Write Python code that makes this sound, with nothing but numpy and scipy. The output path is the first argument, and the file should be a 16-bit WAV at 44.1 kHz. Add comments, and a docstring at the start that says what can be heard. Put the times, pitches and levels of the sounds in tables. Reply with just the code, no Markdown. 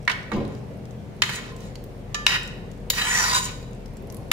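"""Spoon stirring pasta in a pan.

A steel spoon in a coated pan in a tiled kitchen, heard close in stereo: knocks ring pan and grate modes,
scrapes drive the pan with noisy slips, sauce smacks are tiny tinted bursts, the lifted spoon rings,
a light stroke squeaks, and the pan drags on the stove grate twice, as noise through low resonances.
Wavering motor tones hum over a low rumble of random spectra; sparse dying taps give the echo."""
import sys
import numpy as np
from scipy import signal
from scipy.io import wavfile
from scipy.ndimage import uniform_filter1d

SR = 44100
rng = np.random.default_rng(int(sys.argv[2]) if len(sys.argv) > 2 else 0)


def waveform_to_disk(signal):
    """Save audio, clipped to [-1, 1], as 16-bit WAV at the path in sys.argv[1]."""
    frames = np.transpose(np.atleast_2d(signal))
    scaled = np.clip(frames, -1, 1) * 32767
    samples = np.round(scaled).astype(np.int16)
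    wavfile.write(sys.argv[1], SR, samples)


N = 190776  # samples


def gain_of(db):
    """Decibels to gain."""
    return 10 ** (np.asarray(db) / 20)


def evened(x):
    """Scales to rms 1."""
    return x / np.sqrt(np.mean(x ** 2) + 1e-20)


def read(points, f_hz):
    """Interpolates a table on a log-frequency axis."""
    f, value = np.transpose(points)
    return np.interp(np.log(f_hz + 1), np.log(f + 1), value)


def sides(x, lean_db):
    """Spreads a sound over left and right; positive lean_db favours left."""
    return x * gain_of(np.multiply.outer([.5, -.5], lean_db * np.ones(x.shape[-1])))


def add(mix, start_s, sound):
    """Mixes a two-channel sound in at start_s."""
    part = mix[:, round(start_s * SR):][:, :sound.shape[1]]
    part += sound[:, :part.shape[1]]


def drift(top_hz, count):
    """Slow random wander of rms 1: twelve sines up to top_hz, slower ones stronger."""
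    t = np.arange(count) / SR
    rates_hz = np.geomspace(top_hz / 20, top_hz, 12)
    return evened(sum(np.sin(2 * np.pi * (f * t + rng.random())) / np.sqrt(f) for f in rates_hz))


def ring(x, f_hz, t60_s):
    """One mode as a decaying complex phasor; a unit click rings with height 1."""
    pole = np.exp((2j * np.pi * f_hz - np.log(1000) / t60_s) / SR)
    return signal.lfilter([1], [1, -pole], x)


def body(force, modes, place, nodal=.6, damping=1.0, beam_rad=.85):
    """Rings all modes: nodal lines weight the drive by place, beam_rad offsets phase between sides."""
    out = 0
    for k, (f_hz, t60_s, db) in enumerate(modes):
        shape = 1 + nodal * np.cos(2 * np.pi * place * 2.92 * np.sqrt(f_hz / 1000))
        mode = ring(force[k % len(force)] * shape, f_hz, t60_s / damping)
        # the offset flips sign between neighbouring modes
        aim = np.exp(1j * beam_rad * (-1) ** k * np.array([[1], [-1]]))
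        out = out + gain_of(db) * (mode * aim).imag
    return out


def tinted(x, points):
    """Colours x with a spectrum table; the Hilbert transform of the log gain gives a causal phase."""
    log_gain = np.log(gain_of(read(points, abs(np.fft.fftfreq(4096, 1 / SR)))))
    taps = np.fft.ifft(np.exp(np.conj(signal.hilbert(log_gain)))).real[None, :2048]
    return signal.oaconvolve(x, taps, axes=1)[:, :x.shape[1]]


# rumble spectrum: f/Hz, relative level/dB per Hz
RUMBLE_SPECTRUM = [(13, -27), (22, -14), (130, -0.5), (207, -1.5), (323, -15), (403, -7.5), (438, -13.5),
                   (476, -8.5), (532, -11), (762, -16.5), (1260, -28), (2120, -28), (3130, -34),
                   (15200, -50.5), (16500, -60)]
# left-right correlation of the rumble: f/Hz, correlation/1
RUMBLE_LIKENESS = [(60, 1), (250, 0.79), (500, 0.62), (1000, 0.06), (4000, 0.05), (15000, 0.064)]
# left-right balance of the rumble: f/Hz, left over right/dB
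RUMBLE_LEAN = [(30, 7), (100, 4), (200, 2), (400, -2), (2000, 1), (15000, -2)]
RUMBLE_DB_RMS = -38.5


def rumble():
    """Random short-time spectra with mild level patches, nearly alike on both sides in the deep bass."""
    frames, f_hz = N // 512 + 5, np.fft.rfftfreq(2048, 1 / SR)
    a, b, c, d, patches = rng.standard_normal((frames, 1025, 5)).T
    patches = evened(uniform_filter1d(uniform_filter1d(patches, 14, 0), 8, 1))
    same = np.clip(read(RUMBLE_LIKENESS, f_hz), -1, 1)[:, None]
    left = a + 1j * b
    right = same * left + np.sqrt(1 - same ** 2) * (c + 1j * d)
    lean = gain_of(read(RUMBLE_LEAN, f_hz) / 2)[:, None]
    level_db = read(RUMBLE_SPECTRUM, f_hz)[:, None] + 1.3 * patches
    spectra = np.array([left * lean, right / lean]) * gain_of(level_db)
    noise = signal.istft(spectra, nperseg=2048, noverlap=1536)[1][:, :N]
    return gain_of(RUMBLE_DB_RMS) * evened(noise)


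# upper motor tones: f/Hz, mean level/dB rms
HUM_TONES = [(74, -53.5), (100, -50.5), (123.8, -47), (206, -51.5), (289, -57.5), (371, -59.5), (470, -55)]
# level of the lowest motor tone: t/s, level/dB rms
LOW_TONE_SWELL = [(0, -49), (1, -64), (1.6, -47.5), (2.4, -43), (3.5, -40.5), (4.33, -49)]
LOW_TONE_HZ = 42.2
PITCH_WAVER, LEVEL_WAVER_DB = 0.00571, 2.0  # rms; pitch as a fraction


def hum():
    """Motor tones waver in pitch and level; the lowest also swells slowly."""
    t, out = np.arange(N) / SR, 0
    swell_db = np.interp(t, *np.transpose(LOW_TONE_SWELL))
    for f_hz, db in [(LOW_TONE_HZ, swell_db)] + HUM_TONES:
        turns = np.cumsum(f_hz * (1 + PITCH_WAVER * drift(3, N))) / SR
        level = np.sqrt(2) * gain_of(db + LEVEL_WAVER_DB * drift(4, N))
        out = out + level * np.sin(2 * np.pi * (turns + rng.random()))
    return sides(out, 3.9)


# kitchen reverberation: f/Hz, t60/s
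KITCHEN_DECAY = [(250, 0.36), (1000, 0.7), (3000, 0.66), (8000, 0.49), (15000, 0.49)]


def kitchen(x):
    """Echo: sparse taps of random sign, one in every 20 samples, each band dying at its own speed."""
    taps = np.zeros((2, SR))
    at = np.arange(200, SR - 20, 20) + rng.integers(0, 20, (2, (SR - 201) // 20))
    np.put_along_axis(taps, at, rng.choice([-1., 1.], at.shape), 1)
    f_hz, t, z = signal.stft(taps, SR, nperseg=256)
    decay = gain_of(-60 * t / read(KITCHEN_DECAY, f_hz)[:, None])
    tail = signal.istft(z * decay, SR, nperseg=256)[1]
    tail = tail / np.linalg.norm(tail[0])
    return signal.fftconvolve(x.mean(0)[None], tail, axes=1)[:, :N]


# pan base over the grate: t/s, peak level/dB, rise/s, fall/(dB/s)
DRAGS = [(0.312, -23, 0.06, 104), (4.08, -41.5, 0.11, 80)]
# stove top resonances: f/Hz, width/Hz, level/dB
STOVE_TOP = [(75, 30, -9), (115, 30, -7), (155, 40, -2), (203, 40, 0), (262, 30, -6), (315, 40, -3),
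             (360, 30, -6), (481, 45, -7), (550, 50, -8), (750, 150, -12), (1034, 56, -16)]
DRAG_ONSET_DB = -6  # re peak


def drag(start_s, peak_db, rise_s, fall_db_per_s):
    """Judder of the pan base swells, dies away and excites the low resonances of the stove top."""
    t = np.arange(SR // 2) / SR
    judder = rng.standard_normal(len(t))
    boom = 0
    for f_hz, width_hz, level_db in STOVE_TOP:
        t60_s = 1.6 / width_hz
        twice_rung = ring(ring(judder, f_hz, t60_s), f_hz, t60_s).real
        boom = boom + gain_of(level_db) * width_hz ** 1.5 * twice_rung
    db = peak_db + np.minimum(DRAG_ONSET_DB * (1 - t / rise_s), fall_db_per_s * (rise_s - t))
    fade_in = np.minimum(t / .01, 1)
    return start_s, sides(evened(boom) * gain_of(db) * fade_in, 0.39)


# sauce smacks: t/s, peak level/dB, f/Hz, left over right/dB
SAUCE_SMACKS = [(0.0513, -36.5, 6700, -5), (0.23, -41, 5630, -5), (0.363, -42, 5840, 2),
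                (0.451, -35.5, 4050, 4), (0.4784, -44, 9000, -7), (0.5502, -40, 4850, 2),
                (0.854, -37.5, 5300, 2), (0.909, -38.5, 6500, 0), (1.5642, -34.5, 7200, -8),
                (1.6056, -37, 6550, -5), (1.7555, -28, 4500, -3), (1.84, -35.5, 14000, -10),
                (2.432, -29.5, 7800, 1), (2.476, -30, 6700, 1), (2.7152, -38, 6600, 4),
                (3.628, -41, 4800, -11), (3.732, -40, 6770, 4), (3.8583, -36, 5540, 4),
                (3.9693, -35.5, 7800, -5), (4.024, -41.5, 13000, -1), (4.072, -41.5, 10900, -2),
                (4.1006, -31.5, 5770, 4), (4.124, -34, 11800, -6), (4.145, -32, 11200, 1.5),
                (4.168, -32.5, 9950, -5)]
SKIRT_LOW_DB, SKIRT_HIGH_DB = -13.5, -27.5  # at a quarter and three times the pitch


def smack(peak_db, f_hz, lean_db):
    """A sauce film snaps: a tiny wet burst around its pitch."""
    t = np.arange(2048) / SR
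    burst = rng.standard_normal((3, len(t))) * np.exp(-t / 0.0032)
    colour = [(f_hz / 4, SKIRT_LOW_DB), (f_hz / 1.17, -10), (f_hz, 0),
              (f_hz * 1.15, -10), (f_hz * 3, SKIRT_HIGH_DB)]
    burst = tinted(burst[1:] + 0.43 * burst[0], colour)  # row 0 is common to both sides
    return gain_of(peak_db) * sides(burst / abs(burst).max(), lean_db)


SQUEAK_START_S, SQUEAK_LENGTH_S, SQUEAK_HZ, SQUEAK_T60_S, SQUEAK_DB = 1.5, .12, 1037, .12, -50.5


def squeak():
    """Light rubbing, as noise, keeps one narrow resonance sounding for a moment."""
    count = round(SQUEAK_LENGTH_S * SR)
    tone = ring(rng.standard_normal(count), SQUEAK_HZ, SQUEAK_T60_S).real
    return sides(gain_of(SQUEAK_DB) * evened(tone) * signal.windows.tukey(count, .4), 0)


# spoon modes: f/Hz, t60/s, level/dB
SPOON_MODES = [(1190, .25, -1), (1367, .3, -11), (1755, .45, 1), (2466, .2, -9), (3095, .15, -5),
               (4700, .3, -13), (5728, .3, -15), (6874, .2, -13)]
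SPOON_FREE_S, SPOON_STOP_S, SPOON_DB = 2.1449, 2.262, -28


def spoon():
    """The spoon, bounced clear of the pan, rings from one click until it lands."""
    t = np.arange(0, SPOON_STOP_S - SPOON_FREE_S, 1 / SR)
    click = (t == 0)[None] * 1.
    fade_out = np.clip((t[-1] - t) / 0.0059, 0, 1)
    return gain_of(SPOON_DB) * body(click, SPOON_MODES, 0, nodal=0) * fade_out


# scrapes, one table each, first the hiss of the dragging pan, then spoon strokes:
# t/s, rubbing level/dB, share above 5 kHz/dB
SCRAPES = [
    [(0.33, -37.5, -12), (0.42, -52, -24), (0.6, -59, -2)],
    [(1.245, -50, 8), (1.3, -35, -9.5), (1.36, -32, -0.5), (1.41, -43, -18), (1.525, -47.5, -11)],
    [(1.56, -66, 0), (1.62, -49.5, -2.5), (1.68, -52.5, -2.5), (1.74, -64, -9)],
    [(2.275, -23.5, -9.5), (2.361, -22, -11.5), (2.385, -52, -9)],
    [(2.93, -27.5, -13), (2.952, -34, -1.5), (2.988, -21, -5.5), (3.038, -25.5, -5.5), (3.14, -20.5, -4),
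     (3.29, -22.5, -4), (3.325, -20, -4.5), (3.374, -18, -2), (3.418, -37, -3), (3.454, -29.5, -0.5),
     (3.55, -51.5, -26)],
]
# rubbing heard straight from the contact: f/Hz, relative level/dB per Hz
RASP_SPECTRUM = [(290, -37.5), (500, -23), (810, -47), (1010, -5.5), (1640, -16.5), (1870, -30), (2160, -9),
                 (6960, -19.5), (15800, -35), (16500, -23)]
# pan modes, rung by scrapes and knocks: f/Hz, t60 at damping 1/s, level/dB
PAN_MODES = [(580, .05, -14), (1015, .036, -2), (1240, .08, -17), (1490, .034, -8), (1780, .03, -9),
             (1910, .02, 2), (2070, .07, -18), (2207, .2, -19), (2290, .06, -16), (2530, .03, -7),
             (2930, .02, -6), (3130, .05, -15), (3770, .03, -12), (3900, .04, -8), (4270, .06, -22),
             (4800, .014, -4), (5110, .07, -20), (5620, .016, -7), (5900, .015, -5), (6500, .01, -8),
             (6880, .014, 2), (7970, .012, -7), (9170, .012, -17), (10600, .008, -16), (11700, .008, -20)]
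PLACE_START, PLACE_PER_S = .17, 0.4  # position on the pan, 0-1
CATCH_DB_RMS, CATCH_S = 1.5, 0.0071  # chatter: depth, averaging time


def scrape(rows):
    """Dense uneven slips of the rubbing contact drive the pan and rasp directly."""
    s, *columns = np.transpose(rows)
    t = np.arange(s[0], s[-1] + .2, 1 / SR)
    db, treble_db = (np.interp(t, s, c) for c in columns)
    place = PLACE_START + PLACE_PER_S * (t - s[0])
    # rasp re pan: hard rubbing rings the pan, light rubbing rustles
    rasp_db = np.clip(-38 - db, -9, 2)

    slips = rng.standard_normal((3, len(t)))
    chatter = evened(uniform_filter1d(rng.standard_normal(len(t)), round(CATCH_S * SR)))
    fade_out = np.clip((s[-1] - t) / 0.01, 0, 1)
    fade_in = np.clip((t - s[0]) / 0.0011, 0, 1)
    slips = slips * gain_of(db + CATCH_DB_RMS * chatter) * fade_out * fade_in
    level_rms = np.sqrt(np.mean(slips ** 2))

    # seven grip patterns, shared out among the modes, catch and let go every 30 ms or so
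    steps = np.arange(s[0], t[-1] + 0.034, .03)
    grip_db = 2.8 * rng.standard_normal((7, len(steps)))
    grip = np.array([gain_of(np.interp(t, steps, row)) for row in grip_db])
    pan = body(slips[0] * grip, PAN_MODES, place, damping=.9)
    rasp = tinted(slips[1:] + .2 * slips[0], RASP_SPECTRUM)
    sound = evened(pan) + gain_of(rasp_db) * evened(rasp)
    sound = sound / np.sqrt(1 + gain_of(2 * rasp_db))

    # rebalance the bands to the treble share
    low = signal.sosfilt(signal.butter(2, [850, 5000], "band", fs=SR, output="sos"), sound)
    high = signal.sosfilt(signal.butter(4, 5000, "high", fs=SR, output="sos"), sound)
    low_gain = np.sqrt(np.clip(1 - gain_of(2 * treble_db), .02, 1))
    mix = evened(low) * low_gain + evened(high) * gain_of(treble_db)
    return s[0], level_rms * sides(mix, -0.52)


# knocks, pan on grate (first four), then spoon on pan: t/s, crack peak/dB, contact f/Hz,
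# level at 16 kHz re contact pitch/dB, contact decay/s, place on the pan/0-1, pan ring peak/dB,
# grate ring gain/dB, left over right/dB
PAN_KNOCKS = [(0.0768, -6.5, 2110, -47, 0.0039, 0, -9.5, -15.5, -5),
              (0.0956, -9.5, 2040, -45.5, 0.012, 0.08, -29, -20, -8),
              (0.1142, -18, 3300, -40, 0.0053, .3, -37, -58, -4),
              (0.3167, -22.5, 1180, -41, 0.0058, 0.5, -19, -27, -6),
              (1.2197, -3, 3850, -28, 0.0031, 0.21, -3, -56, 2),
              (1.235, -12.5, 2170, -38, 0.0067, 0.1, -37, -28, 4),
              (1.2924, -16.5, 1700, -30, 0.01, 0, -30, -48, -5),
              (2.1442, -18, 3330, -24, 0.0055, 0.11, -16, -65, -3.5),
              (2.2652, 2.5, 3140, -33, 0.0022, 0.19, -3.5, -41, 3),
              (2.9006, -3.5, 3660, -2.5, 0.0041, 0.13, -5, -47, -0.5),
              (4.3147, -2.5, 2466, -25, 0.0048, 0.37, -12.5, -28, 0.5)]
# cast bars of the grate: f/Hz, t60/s, level/dB
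GRATE_BARS = [(996, .3, -9), (1491, .2, -9), (1615, .4, -9), (2207, .22, 2), (2993, .22, -11),
              (3370, .3, -13), (3542, .3, -18), (3811, .2, -17), (4350, .28, -21), (5631, .2, -22)]


def knock(crack_db, f_hz, treble_db, contact_s, place, pan_db, grate_db, lean_db):
    """A short rough contact cracks and rings pan and grate."""
    t = np.arange(SR * 2 // 5) / SR
    burst = rng.standard_normal((3, len(t))) * np.exp(-t / contact_s) * np.minimum(t / 0.0012, 1)
    contact = [(400, -24), (f_hz / 2.4, -12), (f_hz / 1.18, -4), (f_hz, 0),
               (f_hz * 1.005, -4), (f_hz * 1.8, -12), (16000, treble_db)]
    crack = tinted(burst[1:] + 0.34 * burst[0], contact)
    pan = tinted(body(burst[:1], PAN_MODES, place, damping=1.27), contact)
    click = (t == 0)[None] * 1.
    grate = tinted(body(click, GRATE_BARS, 0, nodal=0), contact)
    sound = gain_of(crack_db) * crack / abs(crack).max()
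    sound = sound + gain_of(pan_db) * pan / abs(pan).max()
    return sides(sound + gain_of(grate_db) * grate, lean_db)


def scene():
    """Cooking sounds with their echo, over hum and rumble."""
    near = np.zeros((2, N))
    for start_s, *row in PAN_KNOCKS:
        add(near, start_s, knock(*row))
    add(near, SPOON_FREE_S, spoon())
    add(near, SQUEAK_START_S, squeak())
    for rows in SCRAPES:
        add(near, *scrape(rows))
    for start_s, *row in SAUCE_SMACKS:
        add(near, start_s, smack(*row))
    for when, size, pitch, side in rng.random((45, 4)):  # fainter smacks at random moments
        add(near, when * N / SR, smack(-54.5 + 10.0 * size, 5000 + 8000 * pitch, 8 * side - 4))
    for row in DRAGS:
        add(near, *drag(*row))
    return near + gain_of(-6.0) * kitchen(near) + rumble() + hum()


EDGE_HZ = 15800


def record(dry):
    """Soft overload (tanh), then the band limit of the recorder."""
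    lowpass = signal.firwin(511, EDGE_HZ, window=("kaiser", 9), fs=SR)
    return signal.oaconvolve(np.tanh(dry), lowpass[None], "same")


dry = scene()
out = record(dry)
waveform_to_disk(out)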